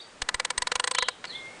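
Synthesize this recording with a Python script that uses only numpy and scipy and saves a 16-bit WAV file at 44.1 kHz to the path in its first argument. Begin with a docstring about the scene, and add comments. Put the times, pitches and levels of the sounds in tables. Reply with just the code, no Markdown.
"""In a garden, a hand winds the key of an old box camera. The pawl snaps over the ratchet teeth,
gathering speed, each snap ringing the hollow box and some pinging the spring; the key is let go with a
soft double knock. Small birds chirp from the hedges and one whistles, over a faint bed of outdoor air."""
import sys
import numpy as np
from scipy import signal
from scipy.fft import rfft, irfft
from scipy.io import wavfile
from scipy.ndimage import uniform_filter1d

SR = 44100
rng = np.random.default_rng(int(sys.argv[2]) if len(sys.argv) > 2 else 0)


def wrap_up_sound(samples):
    """Save the sound to the file named by the first command line argument, as 16-bit audio."""
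    columns = np.atleast_2d(samples).T
    # keep every value between -1 and 1, then stretch to whole-number steps
    tamed = np.clip(columns, -1, 1)
    steps = np.round(tamed * 32767).astype(np.int16)
    wavfile.write(sys.argv[1], SR, steps)


N = 70560
T = np.arange(N) / SR

# the pawl drops off a tooth:
# (time [s], level [dB], treble tilt [dB/octave], box ring [dB], spring ring [dB])
CLICKS = [(0.2191, -0.5, -0.1, 1, -53), (0.2888, 4, -1.5, -4.5, -52), (0.3439, -2, 0, 2.5, -25.5),
          (0.3984, -0.5, -0.3, 3.5, -59), (.4494, 1.5, 0.4, 0, -58), (.504, -1, .5, 1.5, -65),
          (0.5786, -4, 3, 7.5, -27), (0.6213, 0, 1.5, 0, -55), (.6712, -0.5, 0.5, 3, -50),
          (0.718, 3.5, -2.5, -3, -59), (.7555, 1.5, 0, 1.5, -37), (.7975, 1.5, -2, 0.5, -25.5),
          (0.8407, -1, -.5, 3.5, -27.5), (0.8746, 1.5, -0.5, -0.5, -30), (0.9123, 0, 0, -0.5, -26),
          (.949, 1.5, 0, -3.5, -65), (0.9847, 5.5, -1, -5, -54), (1.0238, -2, -1, 5.5, -63),
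          (1.0851, 2, -2, 1.5, -37)]


def from_db(db):
    """Decibels to gain."""
    return 10 ** (np.asarray(db) / 20)


def rms_one(x):
    """Scale to rms 1."""
    return x / np.sqrt(np.mean(x ** 2) + 1e-20)


def butter(order, hz, kind="low"):
    """A Butterworth filter."""
    return signal.butter(order, hz, kind, fs=SR, output="sos")


def at_hz(points, hz, column=1):
    """Read a column of a table on a log-frequency axis."""
    table = np.array(points)
    return np.interp(np.log(hz), np.log(table[:, 0]), table[:, column])


def noise(spectrum):
    """Steady noise of a given colour, rms 1."""
    hz = np.maximum(np.arange(N // 2 + 1) * SR / N, 1)
    return rms_one(irfft(rfft(rng.standard_normal(N)) * from_db(at_hz(spectrum, hz)), N))


def ring(age, hz, t60):
    """A dying sine that starts at age 0."""
    age = np.maximum(age, 0)
    return np.sin(2 * np.pi * hz * age) * from_db(-60 * age / t60)


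def around(time):
    """The samples near a hit, and their age in seconds."""
    near = (T > time - .01) & (T < time + .09)
    return near, T[near] - time


def treble_tilt(tilt_db, hz, flat_below_hz=1300, pivot_hz=2500):
    """Gain that brightens or dulls a hit; the low modes keep their balance."""
    return from_db(tilt_db * np.log2(max(hz, flat_below_hz) / pivot_hz))


def garden_echo(x, t60=.36, predelay_s=.012):
    """Scattered reflections from hedges and walls."""
    tail = rng.standard_normal(N) * from_db(-60 * T / t60) * (T > predelay_s)
    return signal.fftconvolve(x, tail / np.linalg.norm(tail))[:N]


def air():
    """A bed of distant rumble and leaf hiss, a little louder towards the end."""
    # colour of the outdoor air: (frequency [Hz], spectral level [dB])
    colour = [(25, -9), (55, -10.5), (160, -4), (300, -4), (500, -5), (1000, -9), (2000, -12), (3500, -16),
              (6000, -21), (8200, -20.5), (10000, -26)]
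    # swell of the rumble: (time [s], gain [dB])
    rumble_swell = [(0, -9.5), (.19, -1), (.4, -1), (1.2, -4.5), (1.3, 0.5), (1.6, -1)]
    # swell of the hiss: (time [s], gain [dB])
    hiss_swell = [(0, 1), (.2, 1), (.4, -1), (1.05, -1), (1.12, 1), (1.24, 1), (1.3, 4.5), (1.6, 4.5)]
    wash = from_db(-51) * noise(colour)
    rumble = signal.sosfiltfilt(butter(2, hz=400), wash)
    hiss = wash - rumble
    rumble_db = np.interp(T, *np.transpose(rumble_swell))
    hiss_db = np.interp(T, *np.transpose(hiss_swell))
    return rumble * from_db(rumble_db) + hiss * from_db(hiss_db)


def chirping_birds(waver_depth=.04):
    """Short wavering glides, smeared by the garden."""
    # chirps: (time [s], length [s], start pitch [Hz], end pitch [Hz], level [dB])
    chirps = [(0, 0.012, 3660, 3900, -41.5), (.006, 0.029, 4540, 4540, -45.5),
              (0.936, 0.011, 4150, 4340, -42), (0.959, 0.0291, 2796, 3570, -33.5),
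              (.978, 0.023, 3980, 3850, -30.5), (1.0, 0.025, 4000, 3750, -31),
              (1.025, 0.036, 3433, 2980, -38), (1.04, 0.042, 3730, 3150, -53),
              (1.268, 0.02, 4150, 4520, -43.5), (1.292, 0.031, 4290, 4000, -38),
              (1.318, 0.03, 3520, 3200, -44), (1.346, 0.023, 3480, 3430, -35)]
    waver = rms_one(signal.sosfilt(butter(2, hz=260), rng.standard_normal(N)))
    song = np.zeros(N)
    for time, length, start_hz, end_hz, db in chirps:
        progress = np.clip((T - time) / length, 0, 1)
        hz = (start_hz + (end_hz - start_hz) * progress) * (1 + waver_depth * waver)
        envelope = from_db(db) * np.sin(np.pi * progress)
        song += envelope * np.sqrt(2) * np.sin(2 * np.pi * np.cumsum(hz) / SR)
    return song + from_db(-4) * garden_echo(song)


def spool_rub():
    """The spool rubs faintly for as long as the key turns."""
    # colour of the friction: (frequency [Hz], spectral level [dB])
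    colour = [(200, -27), (500, 10), (1000, 17), (2000, 13.5), (4000, -30), (10000, -35.5)]
    turning = (T > CLICKS[0][0]) & (T < CLICKS[-1][0])
    return from_db(-53) * uniform_filter1d(1.0 * turning, size=900) * noise(colour)


def case_crack(hits, slip_s=.0014, hold_s=.0022, choke_s=.0115):
    """The attack: each hit shakes the case's many damped modes; the treble dies before the lows."""
    # dense modes of the case: (frequency [Hz], spectral level [dB], t60 [s])
    dense_modes = [(443, -9, 0.077), (860, -7.5, .028), (1203, -8, 0.058), (1600, 1, 0.014),
                   (2500, -4, 0.024), (4210, -2.5, 0.033), (5870, -8, 0.024), (6600, -5, .018),
                   (7040, -5, 0.028), (9830, -12, 0.03)]
    out = np.zeros(N)
    edges_hz = np.geomspace(480, 10800, 23)
    for low, high in zip(edges_hz, edges_hz[1:]):
        hz = np.sqrt(low * high)
        band = signal.sosfilt(butter(3, [low, high], "band"), rng.standard_normal(N))
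        band_gain = from_db(at_hz(dense_modes, hz) - 22) * np.sqrt((high - low) / 5000)
        t60 = at_hz(dense_modes, hz, column=2)
        for time, db, tilt_db, _ in hits:
            near, age = around(time)
            slip = from_db(-6) * np.exp(np.minimum(age, 0) / slip_s)  # the slide just before landing
            decay = from_db(-60 * np.maximum(age - hold_s, 0) / t60)
            choke = 1 / (1 + (age / choke_s) ** 8)
            envelope = np.where(age < 0, slip, decay * choke)
            burst = band[near] * envelope
            burst *= np.linalg.norm(envelope) / np.linalg.norm(burst)
            out[near] += band_gain * from_db(db) * treble_tilt(tilt_db, hz) * burst
    return out


def box_ring(hits, rise_s=.0011, rebound_s=.0035, scatter_db=2, detune=.0089):
    """The hollow body: each hit and its rebound ring the main modes, a little differently every time."""
    # modes of the box and winder: (frequency [Hz], level [dB], t60 [s])
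    modes = [(500.5, -35, 0.066), (789, -35.5, 0.031), (1006.6, -24, 0.031), (1421, -28, 0.021),
             (1733, -28, 0.029), (1985, -24, 0.025), (2286, -34.5, 0.038), (2855, -24.5, 0.014),
             (3330, -28.5, 0.02), (3933, -23, 0.017), (4384, -25.5, 0.016), (4850, -28, 0.016),
             (6480, -24.5, 0.012), (8075, -27, 0.017)]
    out = np.zeros(N)
    for time, db, tilt_db, hollow_db in hits:
        near, age = around(time)
        rebound_age = age - rebound_s * rng.uniform(.6, 1.4)
        attack = 1 - np.exp(-np.maximum(age, 0) / rise_s)
        for k, (hz, mode_db, t60) in enumerate(modes):
            gain = from_db(db + hollow_db + mode_db + scatter_db * rng.standard_normal())
            pitch = hz * (1 + detune * rng.standard_normal())
            tone = attack * ring(age, pitch, t60) + from_db(-9) * ring(rebound_age, pitch, t60)
            out[near] += (-1) ** k * gain * treble_tilt(tilt_db, hz) * tone
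    return out


def spring_ping(modes_hz=(8210, 8350), detune=.004, t60=.05, free_s=.012, mute_s=.002):
    """The pawl spring pings on two close modes for a set time, then is muted as a tooth lifts it."""
    out = np.zeros(N)
    for time, *_, db in CLICKS:
        near, age = around(time)
        gate = np.exp(-np.maximum(age - free_s, 0) / mute_s)
        lower_hz, upper_hz = np.array(modes_hz) * (1 + detune * rng.standard_normal(2))
        ping = ring(age, lower_hz, t60) + from_db(-6) * ring(age, upper_hz, t60)
        out[near] += from_db(db) * gate * ping
    return out


def dull_bumps(rise_s=.0031):
    """One-sided low pushes, a few milliseconds long, add weight to some clicks."""
    # bumps: (time [s], level [dB])
    bumps = [(0.2235, -32.5), (.346, -33.5), (.5795, -34.5), (0.6233, -39.5), (0.757, -42), (1.026, -44)]
    out = np.zeros(N)
    for time, db in bumps:
        progress = np.maximum(T - time, 0) / rise_s
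        out += from_db(db) * progress * np.exp(1 - progress)
    return signal.sosfilt(butter(1, hz=3.7, kind="high"), out)


def key_knocks():
    """The key is let go: a softer contact than the pawl's shakes the same box."""
    # knocks of the key: (time [s], level [dB], treble tilt [dB/octave], box ring [dB])
    knocks = [(1.2414, -8.5, -1, 2.5), (1.2518, -14, 5, 6)]
    return signal.sosfilt(butter(2, hz=4270), case_crack(knocks) + box_ring(knocks))


def whistling_bird():
    """One pure note slides up and holds, echoing in the garden."""
    # contour of the whistle: (time [s], pitch [Hz], level [dB])
    contour = [(1.291, 1742, -67), (1.305, 1811, -47.5), (1.328, 2015, -54), (1.354, 2140, -43),
               (1.383, 2142, -45.5), (1.472, 2108, -45), (1.494, 2160, -48), (1.524, 2165, -50.5),
               (1.56, 2234, -60)]
    times, hz, db = np.transpose(contour)
    envelope = np.interp(T, times, from_db(db), left=0, right=0)
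    phase = 2 * np.pi * np.cumsum(np.interp(T, times, hz)) / SR
    note = envelope * np.sqrt(2) * np.sin(phase)
    return note + from_db(-6.5) * garden_echo(note)


def scene():
    """Mono mix: the camera close and dry, birds and air behind it."""
    hits = [click[:4] for click in CLICKS]
    ratchet = case_crack(hits) + box_ring(hits) + spring_ping()
    camera = ratchet + spool_rub() + dull_bumps() + key_knocks()
    return (camera + chirping_birds() + whistling_bird() + air())[None]


def record(dry, cutoff_hz=10050):
    """A steep low-pass takes off the top end."""
    taps = signal.firwin(401, cutoff_hz, window=("kaiser", 3), fs=SR)
    return signal.fftconvolve(dry, taps[None], mode="same")


dry = scene()
out = record(dry)
wrap_up_sound(out)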